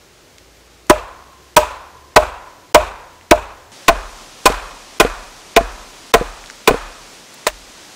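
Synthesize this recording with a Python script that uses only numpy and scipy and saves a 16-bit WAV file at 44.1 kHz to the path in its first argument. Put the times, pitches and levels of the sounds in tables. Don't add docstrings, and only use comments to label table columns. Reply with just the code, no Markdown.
import sys
import numpy as np
from scipy import signal
from scipy.fft import rfft, irfft
from scipy.io import wavfile
from scipy.ndimage import uniform_filter1d

SR = 44100
rng = np.random.default_rng(int(sys.argv[2]) if len(sys.argv) > 2 else 0)


def decibels_to_gain(level_db):
    exponent = np.asarray(level_db, float) / 20
    return 10 ** exponent


def pcm_store(signal):
    levels = np.round(np.clip(np.atleast_2d(signal), -1, 1) * 32767)
    wavfile.write(sys.argv[1], SR, levels.astype(np.int16).T)


N = 350595

# start_s, level_db, aim, thud_db, crunch_db
BLOW_EVENTS = [(0.898, 10.5, 0.13, 9, -2.5), (1.5659, 10.5, 0.92, -1, -5), (2.162, 14.5, -0.13, -1.5, 9),
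               (2.7460, 15, -0.19, -1.5, 2), (3.3110, 12.5, -0.43, 3, -2.5), (3.8822, 14.5, -0.48, -3, -4),
               (4.4569, 13.5, 0.56, 6, 2), (5, 12.5, 0.23, 6, 8.5), (5.564, 13.5, -0.72, -8, -3),
               (6.1390, 12.5, -0.31, 0.5, 0.6), (6.6754, 12.5, -0.012, 5, 4), (7.467, -5.5, -0.56, 0, 7)]
# start_s, level_db, contact_ms, crack_db
LANDINGS = [
    (4.5, -12.5, 1.6, 0),
    (5.049, -7.5, 0.86, 1),
    (5.609, -10.5, 3, -8),
    (6.168, -21, 0.8, -8),
    (6.2116, -10.5, 1.67, -12),
    (6.2177, -16.5, 1.14, -22),
    (6.7087, -7.5, 0.61, -1),
    (6.716, -10.5, 1.15, -22),
    (6.743, -13, 0.59, -14),
]
# start_s, level_db, centre_hz, width_octaves
SPLINTER_TICKS = [(.3828, -36.5, 1500, 1.2), (0.383, -38.5, 4500, 1.05), (.868, -51, 4530, 2.2),
                  (3.211, -41, 1950, 0.91), (4.524, -30.5, 2200, 2), (5.067, -31, 1900, 1.1),
                  (6.440, -36, 1400, 2.1), (6.460, -40, 3500, 2), (6.472, -41, 4500, 1.1),
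                  (6.5, -30, 1700, 1.1), (6.4998, -35, 4500, 1.1), (6.508, -37, 3000, 2.3),
                  (6.711, -24, 2450, .4), (7.342, -44.5, 9500, 1.5), (7.4674, -19, 1500, 1.2),
                  (7.4716, -17, 4600, 1.8), (7.479, -29, 1500, 1.5), (7.486, -24, 2400, 1.1),
                  (7.495, -36, 3300, .6), (7.501, -36, 2300, 1.8)]
# pitch_hz, t60_s, level_db, aim_slope_db
WOOD_MODES = [(340.4, 0.029, 2.05, -3), (445.3, 0.042, -0.5, -1.9), (613, 0.18, -0.5, 1.6),
              (679.2, 0.13, -2.5, -10.5), (989, 0.053, 0.4, 5.5), (1283.4, 0.054, -7.5, 7)]
# pitch_hz, level_db, t60_s
WOOD_OVERTONES = [(847, -9.5, 0.085), (1053, -6, 0.059), (1154, -13, 0.063), (1421, -4, 0.033),
                  (1508.7, -7, 0.05), (1726, -19.5, 0.052), (2035, -10.5, 0.035)]
# pitch_hz, level_db, t60_s
STEEL_MODES = [(2466, -7.5, 0.028), (2559, -8, 0.019), (3500, -8.5, 0.0094)]
# pitch_hz, level_db, t60_s
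LANDING_MODES = [(287, -11.5, 0.081), (471, 5.5, 0.041), (700, -5, 0.051), (970, -34, .04)]
# pitch_hz, level_db, t60_s
TRIPOD_MODES = [
    [(32.2, -13, 0.87), (52.5, 4.5, 0.43), (76.5, 1.5, 0.45)],
    [(32.3, -4.5, 0.95), (43.9, 6, 0.55), (64.3, -6, 0.69)],
]
# centre_hz, width_octaves, level_db, t60_s
TREE_BANDS = [
    [(229, 1, -20.5, 0.45), (424, 0.66, -7.5, 0.27), (660, 1, -4, 0.18), (670, 1, -16.5, 0.93),
     (980, 0.33, -16.5, 0.95), (1170, 0.75, -18, 0.91), (1800, 0.46, -30.5, 1), (2500, 0.23, -21.5, 0.62),
     (3250, 0.7, -31, 0.64), (6400, 0.83, -35.5, 0.46), (11000, 0.79, -45, 0.39)],
    [(231, 0.62, -15, 0.24), (416, 0.6, -18, 0.46), (697, 0.091, -36, 0.15), (695, 0.93, -21.5, 1),
     (1105, 0.52, -18.5, 0.84), (1460, 0.6, -22, 0.77), (1970, 0.78, -29, .6), (2490, 0.091, -27, 0.98),
     (3250, 0.83, -34.5, 0.77), (6840, 0.73, -37.5, 0.46), (10500, .7, -48, 0.48)],
]
# delay_s, level_db
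ECHO_CLUSTERS = [
    (.060, -28.5),
    (.063, -38),
]
# pitch_hz, level_db (per Hz)
AIR_COLOURS = [
    [(20, -20), (90, -0.5), (200, -8), (360, -2), (900, -10), (6500, -15.5), (9000, -21.5), (15800, -26.5)],
    [(20, -24), (84, -8), (260, -1.5), (730, -3.5), (1700, -6), (6100, -7), (9000, -13.5), (15800, -26.5)],
]
# start_s, end_s
SERIES_SPANS = [
    (.9, 3.31),
    (3.88, 6.68),
    (7.46, 7.95),
]
# overtone_hz, body_hz
SPLIT_NOTES = [
    (852.5, 972),
    (787.4, 1030),
    (780, 1040),
]

CONTACT_MS, RING_SHARE = (4.5, 5.5, 10.2), (0.8, 0.71, .4)
STEEL_DB, CRACK_DB, TRIPOD_DB = (0, 8, -19), (-3.5, -6, 5.5), (4.5, 3.5, 8.5)
ECHO_DB, HUM_DB = (-1.5, 1.3, -13), (5, -3.5, -8)
ECHO_TILT_DB = 0.8, 0.32, 6
UPPER_FACE_DB = 0.7, -9, 7.5
OPENS_DB = -2, 8, .1
CRACK_AIM_DB, ECHO_AIM_DB, TILT_AIM_DB, HUM_AIM_DB, STEEL_AIM_DB = 8.5, 3.5, 1.53, 4, 5.5
HUM_HZ, HUM_SAG_HZ, TILT_DEPTH_DB = 1055, -110, 0.64
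BURIED_DB, BURIED_POWER = -33, 7.5
IDLE_HZ, IDLE_DB, GEAR_S, GEAR_DIP_S = 50, -61, .32, .07
PULL_HZ, PULL_HZ_PER_S, PULL_DB, GONE_S, FADE_DB_PER_S = 53, 10.5, -54, 2.05, -40
RUMBLE_DB, RUMBLE_DB_PER_S, RUMBLE_AFTER_DB = -80.5, 6.5, -70
BREEZE_DB, CEILINGS = (-47.5, -40.5), (1.0, .78)
SCENE_CHANGE_S = 3.718
FRAME_S, FRAME_START, FRAME_LATE, SMEAR_S = 1024 / 48000, .88, .91, .0045
GAPS_HZ, GAPS_SHARE, GAP_FRAMES, GAP_BINS, TOP_HZ = 7000, .38, 3, 6, 15700


def blows():
    out = np.zeros(N)
    shove = np.pad(np.hanning(600) / 300, (0, SR))
    for s, db, *swing in BLOW_EVENTS:
        knock, echo_db, tilt_db, tripod_db, hum_db, hum_hz = aimed(s, *swing)
        knock = decibels_to_gain(db) * knock
        setup = int(s > SCENE_CHANGE_S)
        add(out, knock, s)

        smear = band(burst(0.00099, count=190)[::-1], 1850, 3.1)
        add(out, decibels_to_gain(db - 3.0) * smear, s - 190 / SR)

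        delay_s, cluster_db = ECHO_CLUSTERS[setup]
        cluster = np.convolve(band(knock[:3000], 1200, 1.33), burst(0.0091, count=1500))
        add(out, decibels_to_gain(cluster_db + echo_db) * cluster, s + delay_s)
        add(out, decibels_to_gain(db + echo_db - 5.5) * trees(TREE_BANDS[setup], tilt_db), s)
        add(out, decibels_to_gain(db + hum_db - 28.0) * hum(hum_hz), s)
        add(out, decibels_to_gain(db + tripod_db - 39.5) * tripod(shove, TRIPOD_MODES[setup]), s + 0.013)
    return out


def aimed(s, aim, thud_db, crunch_db):
    k = sum(s > end + .1 for _, end in SERIES_SPANS)
    start, end = SERIES_SPANS[k]
    depth = np.clip((s - start) / (end - start), 0, 1)
    strike = np.array([db + aim * slope_db for *_, db, slope_db in WOOD_MODES])
    strike[:3] += thud_db, OPENS_DB[k] * depth, UPPER_FACE_DB[k]
    crack_db = CRACK_DB[k] + aim * CRACK_AIM_DB
    steel_db = STEEL_DB[k] + aim * STEEL_AIM_DB
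    knock = blow(SPLIT_NOTES[k], strike, RING_SHARE[k], CONTACT_MS[k], crunch_db, crack_db, steel_db)
    echo_db = ECHO_DB[k] + aim * ECHO_AIM_DB
    tilt_db = ECHO_TILT_DB[k] + aim * TILT_AIM_DB + depth * TILT_DEPTH_DB
    hum_db = HUM_DB[k] + aim * HUM_AIM_DB + BURIED_DB * depth ** BURIED_POWER
    return knock, echo_db, tilt_db, TRIPOD_DB[k], hum_db, HUM_HZ + depth * HUM_SAG_HZ


def blow(notes_hz, strike, ring, crunch_ms, crunch_db, crack_db, steel_db):
    t = np.arange(SR // 2) / SR
    struck = [(hz, db, ring * t60) for (hz, t60, *_), db in zip(WOOD_MODES, strike)]

    free = 1 - np.exp(-t / 0.0088)
    free *= 0.4 + 0.83 * np.exp(-(t / 0.013) ** 2)
    mallet = decibels_to_gain(-2.0) * free * scattered(struck[2:4], 0.001978)

    body = struck[4:] + [(hz, db, ring * t60) for hz, db, t60 in WOOD_OVERTONES]
    overtone_hz, body_hz = notes_hz
    body[2] = (overtone_hz, *body[2][1:])
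    body[0] = (body_hz, *body[0][1:])
    wood = scattered(struck[:2], 0.00304, 0.11) + scattered(body, .003, 0.028)
    steel = decibels_to_gain(steel_db) * scattered(STEEL_MODES, .0015)

    fibres = burst(crunch_ms / 1000, count=SR // 2)
    crunch = decibels_to_gain(crunch_db + 23.5) * band(fibres, 1180, 1.61)
    crack = band(fibres, 6500, 1.38) + decibels_to_gain(-4.5) * band(fibres, 14600, 1.0)
    return band(mallet + wood + steel, 1760, 5.25) + crunch + decibels_to_gain(crack_db + 21) * crack


def hum(hz):
    t = np.arange(SR) / SR
    swell = 1 - np.exp(-t / 0.024)
    return decibels_to_gain(-60 * t / 1.65) * swell * band(rng.standard_normal(SR), hz, 0.097)


def tripod(shove, table):
    return modes(shove, [(hz * (1 + .04 * rng.standard_normal()), *rest) for hz, *rest in table])


def trees(table, tilt_db):
    t = np.arange(SR) / SR
    clumps = decibels_to_gain(20 * uniform_filter1d(rng.standard_normal(SR), size=400))
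    tail = 0
    for hz, octaves, db, t60 in table:
        decay = decibels_to_gain(db + tilt_db * np.log2(hz / 1000) - 60 * t / t60)
        tail = tail + decay * band(rng.standard_normal(SR), hz, octaves)
    return tail * clumps * (1 - np.exp(-(t / 0.0019) ** 2))


def landings():
    out = np.zeros(N)
    for s, db, contact_ms, crack_db in LANDINGS:
        push = np.pad(np.hanning(max(int(contact_ms * SR / 1000), 3)), (0, SR // 4))
        crack = band(burst(0.0034, count=len(push)), 1300, 2.3)
        body = modes(push / push.sum(), LANDING_MODES)
        add(out, decibels_to_gain(db) * (body + decibels_to_gain(crack_db + 18.5) * crack), s)
    return out


def ticks():
    out = np.zeros(N)
    for s, db, hz, octaves in SPLINTER_TICKS:
        add(out, decibels_to_gain(db + 31) * band(burst(.001, count=1000), hz, octaves), s)
    return out


def drone():
    t = np.arange(N) / SR
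    pulling = t > GEAR_S
    hz = np.where(pulling, PULL_HZ + PULL_HZ_PER_S * (t - GEAR_S), IDLE_HZ)
    db = np.where(pulling, PULL_DB, IDLE_DB) + FADE_DB_PER_S * np.maximum(t - GONE_S, 0)
    gear_dip = 1 - np.exp(-((t - GEAR_S) / GEAR_DIP_S) ** 2)
    tone = decibels_to_gain(db) * gear_dip * np.sqrt(2) * np.sin(2 * np.pi * np.cumsum(hz) / SR)
    rumble = band(rng.standard_normal(N), 77, 0.43)
    rumble_db = np.where(t > SCENE_CHANGE_S, RUMBLE_AFTER_DB, RUMBLE_DB + RUMBLE_DB_PER_S * t)
    return tone + decibels_to_gain(rumble_db) * rumble / rumble.std()


def air(spectrum):
    hz, db = np.transpose(spectrum)
    grid = np.maximum(np.fft.rfftfreq(N, 1 / SR), 1)
    colour = decibels_to_gain(np.interp(np.log(grid), np.log(hz), db))
    x = irfft(rfft(rng.standard_normal(N)) * colour, N)
    x *= decibels_to_gain(25 * uniform_filter1d(rng.standard_normal(N), size=4000))
    return x / np.std(x)


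def modes(push, table):
    out = 0
    for hz, db, t60 in table:
        pole = np.exp(2j * np.pi * hz / SR - np.log(1000) / (t60 * SR))
        out = out + decibels_to_gain(db) * signal.lfilter([1], [1, -pole], push).imag
    return out


def scattered(table, spread_s, detune=0.013):
    out = np.zeros(SR // 2)
    for (hz, db, t60), (late, off) in zip(table, rng.random((len(table), 2))):
        push = np.zeros(SR // 2)
        push[int(late * spread_s * SR)] = 1
        out += modes(push, [(hz * (1 + detune * (off - .5)), db, t60)])
    return out


def band(x, hz, octaves):
    edges = hz * 2 ** (-octaves / 2), min(hz * 2 ** (octaves / 2), .45 * SR)
    return signal.sosfilt(signal.butter(2, edges, "bandpass", fs=SR, output="sos"), x)


def burst(seconds, count):
    x = rng.standard_normal(count) * np.exp(-np.arange(count) / (seconds * SR))
    return x / np.sqrt(np.sum(x ** 2))


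def add(track, x, s):
    i = int(s * SR)
    track[i:i + len(x)] += x[:N - i]


def scene():
    front = np.arange(N) / SR > SCENE_CHANGE_S
    splitting = blows() + landings() + ticks()
    side_air, front_air = (decibels_to_gain(db) * air(colour) for db, colour in zip(BREEZE_DB, AIR_COLOURS))
    return (splitting + np.where(front, front_air, side_air) + drone())[None]


def treble_gaps(x):
    hop = int(FRAME_S * SR)
    hz, _, z = signal.stft(x, SR, nperseg=2 * hop)
    luck = rng.standard_normal((len(hz) // GAP_BINS + 1, z.shape[-1]))
    luck = uniform_filter1d(luck, size=GAP_FRAMES) * np.sqrt(GAP_FRAMES)
    luck = np.repeat(luck, GAP_BINS, axis=0)[:len(hz)]
    odds = GAPS_SHARE * np.clip((hz - GAPS_HZ) / (TOP_HZ - GAPS_HZ), 0, 1)
    unlucky = 1 / (1 + np.exp(-1.7 * luck)) < odds[:, None]
    quiet = np.abs(z[:, hz > GAPS_HZ]).max(axis=-2, keepdims=True) < decibels_to_gain(-52)
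    return signal.istft(z * ~(unlucky & quiet), SR, nperseg=2 * hop)[1][..., :N]


def hush_before_blows(x):
    t = np.arange(N) / SR
    low = signal.sosfiltfilt(signal.butter(4, GAPS_HZ, fs=SR, output="sos"), x)
    heard = np.ones((2, N))
    for s, *_ in BLOW_EVENTS:
        late = (s / FRAME_S - FRAME_START) % 1
        hushed = (t > s - late * FRAME_S) & (t < s - SMEAR_S)
        heard[int(late > FRAME_LATE):, hushed] = decibels_to_gain(-34)
    heard = uniform_filter1d(heard, size=40)
    return low * heard[0] + (x - low) * heard[1]


def top_cut(x):
    return signal.sosfilt(signal.butter(12, 16180, fs=SR, output="sos"), x)


def record(dry):
    front = np.arange(N) / SR > SCENE_CHANGE_S
    ceiling = np.where(front, CEILINGS[1], CEILINGS[0])
    x = treble_gaps(np.clip(dry, -ceiling, ceiling))
    x = hush_before_blows(x)
    x = signal.sosfilt(signal.ellip(12, .2, 70, TOP_HZ, fs=SR, output="sos"), x)
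    return top_cut(np.clip(x, -1, 1))


dry = scene()
out = record(dry)
pcm_store(out)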